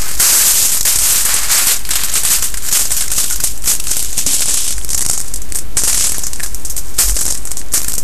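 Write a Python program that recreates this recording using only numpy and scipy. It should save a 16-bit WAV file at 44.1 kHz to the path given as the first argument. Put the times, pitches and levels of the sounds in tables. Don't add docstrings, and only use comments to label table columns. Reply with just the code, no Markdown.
import sys
import numpy as np
from scipy import signal
from scipy.fft import rfft, irfft
from scipy.io import wavfile
from scipy.ndimage import uniform_filter1d

SR = 44100
rng = np.random.default_rng(int(sys.argv[2]) if len(sys.argv) > 2 else 0)


def generate_wav(sig):
    pcm = np.round(np.clip(np.atleast_2d(sig).T, -1, 1) * 32767).astype(np.int16)
    wavfile.write(sys.argv[1], SR, pcm)


N = 354431


# (frequency [Hz], level [dB per Hz])
ROOM_SPECTRUM = [(41, -27), (70, -9.5), (142, -14.5), (330, -17.5), (395, -20.5), (767, -25.5), (820, -25),
                 (916, -26.5), (4520, -33.5), (14000, -32.5)]
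ROOM_DB = -32

# (time [s], level [dB])
HUM_LEVEL = [(0, -31), (.3, -30), (1, -24.5), (1.8, -27), (3, -27.5), (4.6, -30), (4.8, -23), (5, -29),
             (5.4, -24.5), (6, -27), (8.04, -28.5)]
# (frequency [Hz], width [Hz], relative rms level [dB])
HUM_WAVERING = [(45.7, 11.4, -2.5), (27.7, 4, -12.5)]
# (frequency [Hz], relative peak level [dB])
HUM_STEADY = [(45.5, -3), (56.8, -7.5)]

# (time [s], crackle level [dB])
SETTLING = [(0, -30), (1.8, -34), (2.5, -29), (3.4, -38), (4.1, -31), (4.77, -37), (5.2, -25), (5.38, -33),
            (5.5, -40), (5.74, -50), (6.16, -25), (6.4, -35), (6.7, -41), (7.15, -28), (7.4, -30),
            (7.65, -43), (8.04, -38)]
SETTLING_BODY_DB = -11
# (peak time [s], crackle level [dB],
# swell [s per 20 dB], hold [s], fade [s per 20 dB], sheet body re crackle [dB])
MOVES = [(.001, -23, .01, .1, .15, -5), (.205, -1.5, .008, .015, .1, -11), (.255, .6, .05, .16, .1, -12),
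         (.465, .1, .05, .055, .07, -14), (.565, -6, .07, .1, .13, -18), (.735, -12, .04, .035, .07, -15),
         (.856, -3.5, .008, .05, .1, -13), (1.055, -5.5, .12, .08, .12, -13),
         (1.16, -9, .04, .06, .08, -13), (1.26, -12, .03, .12, .2, -6), (1.52, -3, .035, .07, .12, -8),
         (1.685, -1.5, .03, .04, .05, -11), (1.926, -20, .1, .2, .1, -6),
         (2.165, -7, .045, .001, .085, -10), (2.265, -3, .04, .001, .07, -13),
         (2.315, -3, .015, .04, .06, -13), (2.449, -11, .07, .001, .07, -13),
         (2.66, -19, .08, .01, .05, -10), (2.75, .6, .03, .025, .025, -16), (2.795, -5, .03, .03, .06, -16),
         (2.928, -18, .1, .1, .12, -14), (3.198, -10, .095, .001, .19, -20),
         (3.457, -13, .05, .001, .1, -20), (3.7, .6, .037, .018, .035, -18),
         (3.931, -14, .11, .001, .37, -18), (4.195, -14, .055, .001, .1, -23),
         (4.275, -9.5, .02, .07, .2, -24), (4.42, -16, .1, .04, .2, -24), (4.52, -11.5, .08, .06, .3, -24),
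         (4.914, -18, .03, .19, .2, -26), (5.572, -22.5, .04, .001, .08, -16),
         (5.792, -6.5, .021, .001, .1, -22), (5.845, -10, .012, .21, .11, -19),
         (6.455, -29, .15, .001, .3, -22), (6.785, -34, .1, .001, .3, -13),
         (7.005, 2.5, .017, .02, .04, -14), (7.06, -11, .021, .03, .17, -19),
         (7.17, -17, .03, .15, .09, -17), (7.588, -28, .07, .001, .09, -19),
         (7.745, -5, .015, .032, .04, -13), (7.83, -23, .05, .06, .25, -11)]

GRAINS_PER_S, GRAIN_MS = 500, 0.33
GRAIN_SPREAD_DB, GRAIN_CAP_SPREADS = 4.0, 3.1
FACET_SPREAD_DB = 4
SHEET_T60_S, SHEET_DB = 0.13, -10.8
RATTLE_FOLLOWS = 0.78
# (time [s], level re the usual rattle [dB])
FREEDOM = [(0, 2), (1.7, 2), (2.2, -.1), (4.2, -.1), (4.7, .1), (4.9, -5), (5.6, -3), (6.0, -.1),
           (7.0, -1.5), (7.2, -5), (8.04, -3)]

# (time [s], burst level [dB], burst length [ms],
# rattle re burst [dB], body re burst [dB])
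SNAPS = [(.08, -22, 18, -3, -14), (.1507, -18, 5.3, -7, -24), (.1986, -4.5, 17, 1.5, -8),
         (.6, -5, 8, -3, -18), (.625, -3, 15, -3, -18), (.717, -6, 26, -37, -15), (.783, -15, 6, -6, -17),
         (.8085, .6, 4.5, -22, -22), (.829, -9, 3, -6, -28), (.852, -3, 4, -8, -20),
         (.9577, 1.1, 4, -3, -17), (.9869, 1.1, 4.3, -4, -17), (1.0402, -3, 1.6, -29, -29),
         (1.158, -8, 6.9, 4, -15), (1.2511, -4, 11, 2.1, -17), (1.34, -1.1, 6.2, -1.1, -21),
         (1.388, -10, 3, -3, -15), (1.432, -12, 5, -3, -15), (1.513, -9, 8.9, 2.1, -18),
         (1.581, -6, 23, -4, -11), (1.6694, 2.1, 4.8, -6, -11), (1.7925, -19, 2.5, -8, -22),
         (1.8509, -13, 1.1, -9, -3), (1.8905, -10.5, 3, -12, -7), (1.9065, -6.5, 12, -.6, -11),
         (1.934, -10, 8, -3, -11), (1.955, -5, 8, 2.1, -12), (2.0352, -2.1, 2.5, -10, -13.5),
         (2.044, -10, 12, -3, -16), (2.014, -8, 1.1, -8, -14), (2.0946, -11, 6.4, -11, -13),
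         (2.138, -6, 6.5, -8, -21), (2.1536, -9, 8.2, 2.1, -11), (2.1784, -10.5, 7.9, 1.1, -14),
         (2.234, -7, 3.5, -9, -12), (2.25, -.6, 2.9, -4, -11), (2.3035, -5, 9, -3, -12),
         (2.349, -5, 5, -4, -11), (2.4235, -5, 7, -8, -12), (2.4404, -8.5, 12, -1.1, -15.5),
         (2.5406, -16, 6, -4, -8), (2.571, -17, 12, -4, -12), (2.684, -8.5, 9, -12, -11),
         (2.714, -13, 8, -8, -10), (2.7253, -3, 14, -8, -27), (2.9062, -8, 1.3, -8, -9),
         (2.9163, -5.5, 7.4, 1.1, -13.5), (2.966, -8, 20, -6, -25), (3.0075, -9.5, 8, 1.1, -13),
         (3.022, -6, 2.5, -8, -15), (3.079, -13, 4, -10, -14), (3.103, -15, 5, -10, -12),
         (3.1157, -8, 12, -6, -14), (3.1347, -11, 3.9, -12, -22), (3.163, -14, 12, -6, -25),
         (3.1809, -2.1, 8, -2.1, -13), (3.2, -8, 12, -3, -14), (3.241, -5, 4.8, -11, -18),
         (3.3002, -9, 2.8, -5, -15), (3.308, -12, 3.1, .1, -12), (3.3244, -11.5, 12, -3, -21),
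         (3.359, -5, 1.5, -13, -17), (3.4012, -13, 8, -4, -10.5), (3.4378, -1.1, 8.4, -7, -29),
         (3.4713, -10.5, 6, -12, -30), (3.5763, -16.5, 1.4, -9, -24), (3.622, -20, 1.5, -20, -30),
         (3.6384, -19, 6.5, -11, -7), (3.6583, -11, 5.1, -11, -12), (3.6752, -1.5, 8.1, -1.1, -18),
         (3.751, -5, 1.8, -10, -22), (3.76, -12, 1.5, -8, -12), (3.7985, -8, 4, -9, -22),
         (3.8394, -10.5, 2.2, -13, -25), (3.8694, -11, 2.6, -16, -8), (3.8812, -11, 1.5, -17, -28),
         (3.9125, -4.5, 6, -8, -17), (3.9675, -3, 2.4, -6, -28), (3.993, -9, 2.5, -6, -20),
         (4.001, -8, 2.5, -6, -24), (4.0271, -4, 1.1, -26, -25), (4.0465, -7, 1.7, -12, -21),
         (4.129, -14, 2.5, -13, -15), (4.1786, -1.1, 2.1, -5, -26), (4.188, -5, 4.4, -3, -27),
         (4.2112, -9, 2.2, -9, -25), (4.2633, -4, 8, -3, -22), (4.3317, -9, 2.1, -9, -23),
         (4.408, -3, 2.1, -16, -25), (4.419, -5, 9.8, -11, -13), (4.457, -4, 1.8, -16, -26),
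         (4.4824, -14, 5.6, 5, -15), (4.494, -8, 6, -3, -14), (4.508, -8, 3, -5, -15),
         (4.5415, -2.1, 3, -3, -16.5), (4.572, -9, 6, -3, -17), (4.602, -12, 6, -3, -22),
         (4.6422, -15, 16, 1.1, -21), (4.6776, -8, 9, -6, -22), (4.7056, -13, 4.4, -.6, -21),
         (4.7252, -5.5, .91, -8, -18), (4.78, -14, 2.6, -15, -6), (4.7898, -15, 1.1, -21, -24),
         (4.847, -6, 1.5, -18, -19), (4.881, -16, 1.5, -12, -25), (4.891, -4.5, 1.2, -17, -22),
         (4.903, -8, 4.5, -4, -25), (4.917, -10, 1.5, -10, -25), (4.931, -8, 4, -9, -22),
         (4.9456, -3.5, 5.4, -9, -24), (4.9764, -5, 7, -9, -24), (4.992, -5, 2.6, -21, -30),
         (5.0074, -5.5, 1.9, -8, -19), (5.016, -5, 2.5, -9, -18), (5.022, -7, 5, -9, -16),
         (5.05, -9, 2.5, -11, -12), (5.063, 2.1, 1.6, -26, -27), (5.087, -9, 4, -12, -22),
         (5.0975, 4, 3.4, -17, -17), (5.1111, -4, 2.6, -7, -35), (5.132, -7.5, 2.4, -2.1, -32),
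         (5.1765, -9, 6, -6, -34), (5.196, -13, 1.5, -14, -30), (5.202, -6, 1.5, -14, -34),
         (5.2138, -9, 1.1, -11, -36), (5.282, -19, 3, -6, -30), (5.338, -13, 5.5, -10, -30),
         (5.359, -15, 4.5, -7, -32), (5.373, -20, 3, -6, -30), (5.418, -19, 3, -8, -20),
         (5.501, -23, 1.5, -12, -22), (5.522, -9, 1.6, -14, -18), (5.5482, -11.5, 2.9, -12, -29),
         (5.555, -9, 6, -3, -25), (5.587, -11, 3.6, -7, -17), (5.7692, -1.5, 18, -12, -15.5),
         (5.8355, -4.5, 5, -1.1, -21), (5.8777, -6, 7.6, 3.5, -12), (5.896, -4, 7, -8, -15),
         (5.9288, -3, 4, -9, -20), (5.944, -2.1, 5.4, -13, -12), (5.978, .1, 1.9, -21, -26),
         (6.008, .6, 2.9, -9, -18), (6.04, -4.5, 12, -1.1, -15), (6.068, -5, 6, -3, -18),
         (6.0925, -8, 6.4, -11, -19), (6.119, -5, 2.1, -8, -16), (6.144, -16, 1.9, -2.1, -7),
         (6.1825, 5, .33, -24, -31), (6.1912, -10.5, 3.9, -17, -24), (6.2353, -14, 3.2, .1, -26),
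         (6.2675, -7.5, 2.6, -6, -18), (6.3322, -9.5, 3.1, -8, -27), (6.359, -15, 1.6, -13, -27),
         (6.3977, -18, 2, -6, -11), (6.403, -17, 2.5, -8, -14), (6.429, -19, 5, -4, -11),
         (6.433, -12, 6, -3, -13), (6.4445, -15, 3, -8, -13), (6.461, -15, 1.2, -4, -11),
         (6.5457, -10.5, 1.4, -9, -40), (6.6494, -17.5, 1.3, 3, -33), (6.6979, -16, 2.9, 2.5, -36),
         (6.7646, -13, 5, -5, -31), (6.7765, -14, 11, .1, -24), (6.982, -14, 9, -11, -8),
         (6.9874, 3, 19, -6, -12), (7.057, -10, 2.4, -4, -38), (7.0957, -7.5, 1.6, .1, -19),
         (7.158, -3, 1.1, -20, -32), (7.1655, -5, 7, -18, -15), (7.1883, -7, 6.3, -9, -31),
         (7.209, -8.5, 9.8, -11, -23), (7.215, -7, 1.5, -9, -18), (7.222, -12, 2.5, -12, -22),
         (7.23, -13, 3.9, -18, -33), (7.254, 1.1, 1.1, -14, -21), (7.2624, -9, 5.4, -9, -24),
         (7.2802, -5, 1.1, -13, -27), (7.287, -13, 1.5, -12, -9), (7.304, -9, 4, -6, -25),
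         (7.309, -6, 2.5, -8, -32), (7.324, -5, 1.5, -12, -30), (7.35, -12, 3, -14, -13),
         (7.3735, -21, 9.1, -7, -19), (7.4532, -9, .9, -11, -31), (7.4726, -17.5, 1.6, -4, -13),
         (7.508, -19, 2.4, -5, -14), (7.515, -12, 5, -6, -20), (7.57, -8.5, .97, -7, -34),
         (7.5933, -14.5, 1.3, -5, -29), (7.615, -22, 1.5, -20, -3), (7.6852, -22, .75, -28, -21),
         (7.7207, -12, .91, -14, -27), (7.727, -15, 1.1, -12, -28), (7.737, -5, 9.7, -2.1, -26),
         (7.8172, -6, .9, -24, -34), (7.831, -15, 3, -8, -15), (7.8447, -14, 4.7, -11, -8),
         (7.8822, -3, 3.2, -14, -19), (7.896, -15, 3.6, -3, -15), (7.9202, -8, 1.5, -16, -22),
         (7.933, -9, 1.7, -12, -25), (7.9385, -7, 1.5, -12, -28), (7.9507, -13, 5.1, -9, -30),
         (7.9805, -6.5, 2.2, -5, -30)]
SNAP_CLICK_DB = 8.5
SNAP_COLOUR_DB = 3.2
GRIT_DB, GRIT_MS = 2.2, 0.5
RATTLE_T60_S, RATTLE_GROWTH = 0.12, 0.25

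# (frequency [Hz], level [dB per Hz])
BRIGHT_SPECTRUM = [(1800, -60.5), (3000, -24), (4000, -17.5), (5200, -8.5), (6400, -5), (7700, -2),
                   (8600, -3), (9800, -7), (11600, -9), (13000, -18.5), (16000, -48.5)]
# (frequency [Hz], level [dB per Hz])
BODY_SPECTRUM = [(60, -26), (200, -17), (450, .6), (800, 4), (1200, 9.5), (1700, 10.5), (2400, 9),
                 (3400, 3.5), (5000, 11), (8000, -58)]
# (time [s], level re crackle [dB])
TOP_LEVEL = [(0, 3), (2.8, 2.5), (4.2, -1), (4.4, -13), (5.1, -8), (5.6, 2.5), (5.9, -10), (6.6, 2.5),
             (7.05, 3), (7.5, -18), (7.8, 3)]
# (time [s], level re crackle [dB])
SLACK_LEVEL = [(0, -17), (.5, -4.5), (.76, -5), (.82, -18), (.87, -4.5), (1.6, -4), (2, 2.5), (2.4, -3.5),
               (2.8, -5), (3.3, -2.1), (3.6, -6), (4.28, -1.1), (4.72, -4), (4.9, -26), (5.75, -16),
               (6.05, -4), (6.2, -18), (7, -18), (7.4, -31), (8.04, -20)]

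# (time [s], level [dB])
SWAY_LEVEL = [(.15, -60), (.25, -27), (.55, -30), (.75, -31), (.8, -42), (.845, -42), (.87, -32),
              (1.0, -29), (1.2, -31), (1.245, -33), (1.28, -22), (1.4, -25), (1.48, -25), (1.6, -23),
              (1.73, -25), (1.8, -33), (1.85, -40), (1.95, -34), (2.3, -34), (2.6, -41), (3.0, -36),
              (3.4, -39), (3.55, -60)]
# (frequency [Hz], level [dB per Hz])
FLAP_SPECTRUM = [(120, -30), (300, -19), (700, -7), (1100, -1.5), (1400, -3), (1800, -.1), (2300, -4),
                 (3200, -7), (4500, -7), (6500, -14), (10000, -40)]
SWAY_FLEXES_PER_S, SWAY_SPREAD_DB = 4000, 3.0

# (time [s], level [dB], frequency [Hz], time to fall 60 dB [s])
SHORT_TONES = [(.9572, -12, 280, .012), (0.958, -17, 100, .08), (2.034, -12, 202, 0.034),
               (2.918, -14, 2050, .02), (2.982, -21, 1500, .03), (3.022, -15, 1650, .025),
               (3.182, -14, 1800, .02), (3.25, -19, 1450, .025), (3.309, -17, 1440, 0.065),
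               (3.401, -16, 1500, .03), (4.27, -15.5, 270, 0.15), (.842, -13, 7700, .02),
               (1.283, -16, 1150, .06), (1.29, -17, 1650, .05), (1.432, -16, 1700, .04),
               (1.545, -14, 1550, .04), (1.638, -14, 2300, .03), (3.039, -19, 1550, .03),
               (3.08, -19, 2050, .015), (3.335, -22, 1450, .06), (4.7815, -18, 1500, .012),
               (4.8145, -15, 3300, .005), (4.98, -17, 1900, .012), (5.0995, -13, 2300, .008),
               (6.398, -11, 1850, .01), (6.3982, -18, 2700, .01), (6.4035, -16, 2450, .012),
               (6.4038, -22, 3900, .01), (7.166, -17, 650, .025), (7.189, -19, 1650, .02),
               (7.263, -19, 550, .025), (7.287, -20, 500, .02), (1.3, -15, 1100, .05),
               (3.118, -13, 1520, .03), (6.401, -19, 1750, .03), (6.4038, -9, 1750, 0.012),
               (6.414, -24, 1700, .02), (6.4612, -14, 1300, .005), (6.434, -16, 1700, .015),
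               (6.431, -17, 4000, .02), (6.445, -21, 1640, .05)]

# (time [s], level [dB])
SHOVE_LEVEL = [(7.0, -60), (7.04, -10), (7.12, -4), (7.15, -8), (7.19, -48)]
SHOVE_HZ = 45.8

REST_OFFSET = -0.42
FAST_S, SLOW_S, SLOW_SHARE = 0.0062, 1, 0.53
HALF_GAIN_LEVEL = 0.55
RAIL, KNEE = 0.58, 4.5
STOP_HZ = 14500


def amp(db):
    return 10 ** (np.asarray(db) / 20)


def rms_one(x):
    return x / np.sqrt(np.mean(x ** 2) + 1e-20)


def in_time(rows):
    seconds, level = np.transpose(rows)
    return np.interp(np.arange(N) / SR, seconds, level)


def band_pass(x, edges_hz, order):
    return signal.sosfilt(signal.butter(order, edges_hz, "band", fs=SR, output="sos"), x)


def colour(x, spectrum):
    size = 8192
    hz, db = np.transpose(spectrum)
    bins_hz = np.arange(size // 2 + 1) * SR / size
    log_gain = np.log(amp(np.interp(np.log(bins_hz + 1), np.log(hz), db)))
    cepstrum = irfft(log_gain)
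    cepstrum[1:size // 2] *= 2
    cepstrum[size // 2 + 1:] = 0
    response = irfft(np.exp(rfft(cepstrum)))
    return signal.oaconvolve(x, response / np.sqrt(np.sum(response ** 2)))[:N]


def resonance(x, hz, width_hz):
    r = np.exp(-np.pi * width_hz / SR)
    feedback = [1, -2 * r * np.cos(2 * np.pi * hz / SR), r * r]
    return signal.lfilter([(1 - r * r) / 2, 0, (r * r - 1) / 2], feedback, x)


def dying(t60):
    return amp(-60 * np.arange(int(0.3 * SR)) / SR / t60)


def burst(length_ms, rattle_db, t60):
    rattle = dying(np.clip(t60, 0.01, 0.4))
    ms = np.arange(len(rattle)) / SR * 1000
    cracks = np.exp(-(ms / max(length_ms, 0.2)) ** 2)
    return cracks + amp(2 * rattle_db) * rattle ** 2


def room_hiss():
    return amp(ROOM_DB) * colour(rng.standard_normal(N), ROOM_SPECTRUM)


def table_hum():
    hum = 0
    for hz, width_hz, db in HUM_WAVERING:
        noise = rng.standard_normal(N + SR)
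        mode = resonance(resonance(noise, hz, width_hz), hz, width_hz)[SR:]
        hum = hum + amp(db) * rms_one(mode)
    t = np.arange(N) / SR
    for hz, db in HUM_STEADY:
        hum = hum + amp(db) * np.sin(2 * np.pi * (hz * t + rng.random()))
    return amp(in_time(HUM_LEVEL)) * rms_one(hum)


def handling():
    t = np.arange(N) / SR
    crackle = amp(2 * in_time(SETTLING))
    body = crackle * amp(2 * SETTLING_BODY_DB)
    for s, db, swell_s, hold_s, fade_s, body_db in MOVES:
        swell = 20 * np.maximum((s - t) / swell_s, 0)
        fade = 20 * np.maximum((t - s - hold_s) / fade_s, 0)
        power = amp(2 * (db - swell - fade))
        crackle = crackle + power
        body = body + power * amp(2 * body_db)
    return np.sqrt(crackle), np.sqrt(body)


def grains():
    crack = burst(GRAIN_MS, -99, SHEET_T60_S)[:200]
    keep = amp(-2 * 60 / (SHEET_T60_S * SR))
    rattle_gain = amp(2 * (SHEET_DB + in_time(FREEDOM)))
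    spreads = np.minimum(rng.exponential(1, N), GRAIN_CAP_SPREADS)
    happens = rng.random(N) < GRAINS_PER_S / SR
    sizes = amp(2 * GRAIN_SPREAD_DB * spreads) * happens
    edges = np.geomspace(50, 16000, 9)
    out = 0
    for low, high in zip(edges, edges[1:]):
        share = sizes * amp(2 * FACET_SPREAD_DB * rng.standard_normal(N))
        push = share ** RATTLE_FOLLOWS
        push = push * share.mean() / push.mean()
        rattle = signal.lfilter([1], [1, -keep], push, zi=[push.mean() / (1 - keep)])[0]
        power = np.abs(signal.oaconvolve(share, crack)[:N]) + rattle_gain * rattle
        noise = band_pass(rng.standard_normal((3, N)), [low, high], 2)
        out = out + noise * rms_one(np.sqrt(power))
    return rms_one(out)


def snaps():
    bright_edges = [(1500, 5000), (5000, 7500), (7500, 10500), (10500, 16000)]
    body_edges = [(50, 1100), (1100, 2200), (2200, 9000)]
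    power, click = np.zeros((2, 7, N + SR))
    favours = amp(2 * SNAP_COLOUR_DB * rng.standard_normal((len(SNAPS), 7)))
    for (s, burst_db, length_ms, rattle_db, body_db), favour in zip(SNAPS, favours):
        i = round(s * SR)
        shape = burst(length_ms, rattle_db, RATTLE_T60_S * amp(RATTLE_GROWTH * rattle_db))
        bright_share = favour[:4] / favour[:4].mean()
        body_share = amp(2 * body_db) * favour[4:] / favour[4:].mean()
        strength = amp(2 * burst_db) * np.concatenate([bright_share, body_share])
        power[:, i:i + len(shape)] += strength[:, None] * shape
        click[:, i] = amp(SNAP_CLICK_DB) * np.sqrt(strength)
    crack_samples = max(round(GRIT_MS * SR / 1000), 1)
    unevenness = rms_one(uniform_filter1d(rng.standard_normal(N + SR), crack_samples))
    grit = amp(2 * GRIT_DB * unevenness)
    push = np.sqrt(power * grit / grit.mean())[:, :N]
    click = click[:, :N]
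    ranges = []
    for edges, envelope, clicks in zip(bright_edges + body_edges, push, click):
        ranges.append(band_pass(envelope * rng.standard_normal(N) + clicks + 1e-18, edges, 2))
    lower_edge = push[0] * rng.standard_normal(N) + click[0]
    return sum(ranges[:4]), sum(ranges[4:]), lower_edge


def foil():
    crackle_gain, body_gain = handling()
    snap_bright, snap_body, snap_edge = snaps()
    grain_bright, grain_body, grain_edge = grains()
    bright = crackle_gain * grain_bright + snap_bright
    body = body_gain * grain_body + snap_body
    edge = crackle_gain * grain_edge + snap_edge
    top = band_pass(amp(in_time(TOP_LEVEL)) * bright, [11900, 14500], 3)
    slack = band_pass(amp(in_time(SLACK_LEVEL)) * edge, [2500, 4800], 2)
    return colour(bright, BRIGHT_SPECTRUM) + colour(body, BODY_SPECTRUM) + top + slack


def sway():
    sizes = amp(SWAY_SPREAD_DB * rng.exponential(1, N))
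    signs = rng.choice([-1, 1], N)
    happens = rng.random(N) < SWAY_FLEXES_PER_S / SR
    flexes = rms_one(sizes * signs * happens)
    return amp(in_time(SWAY_LEVEL)) * colour(flexes, FLAP_SPECTRUM)


def short_tones():
    out = np.zeros(N)
    for s, db, hz, t60 in SHORT_TONES:
        envelope = dying(t60)
        ring = envelope * np.sin(2 * np.pi * hz * np.arange(len(envelope)) / SR)
        start = round(s * SR)
        out[start:start + len(ring)] += amp(db) * ring
    return out


def shove():
    t = np.arange(N) / SR
    return amp(in_time(SHOVE_LEVEL)) * np.cos(2 * np.pi * SHOVE_HZ * (t - 7.11))


def scene():
    sheet = foil() + sway()
    table = table_hum() + shove()
    return np.tile(sheet + short_tones() + table + room_hiss(), (2, 1))


def follow(x, tau_s):
    r = np.exp(-1 / (tau_s * SR))
    start = np.mean(np.abs(x[:, :2000]), axis=1, keepdims=True)
    return signal.lfilter([1 - r], [1, -r], np.abs(x), zi=r * start)[0]


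def record(dry):
    level = follow(dry, FAST_S) + SLOW_SHARE * follow(dry, SLOW_S)
    ridden = (dry + REST_OFFSET) / (1 + level / HALF_GAIN_LEVEL)
    drive = ridden / RAIL
    squeezed = RAIL * drive / (1 + np.abs(drive) ** KNEE) ** (1 / KNEE)
    treble_cut = signal.cheby2(12, 45, STOP_HZ, fs=SR, output="sos")
    return signal.sosfiltfilt(treble_cut, squeezed)


dry = scene()
out = record(dry)
generate_wav(out)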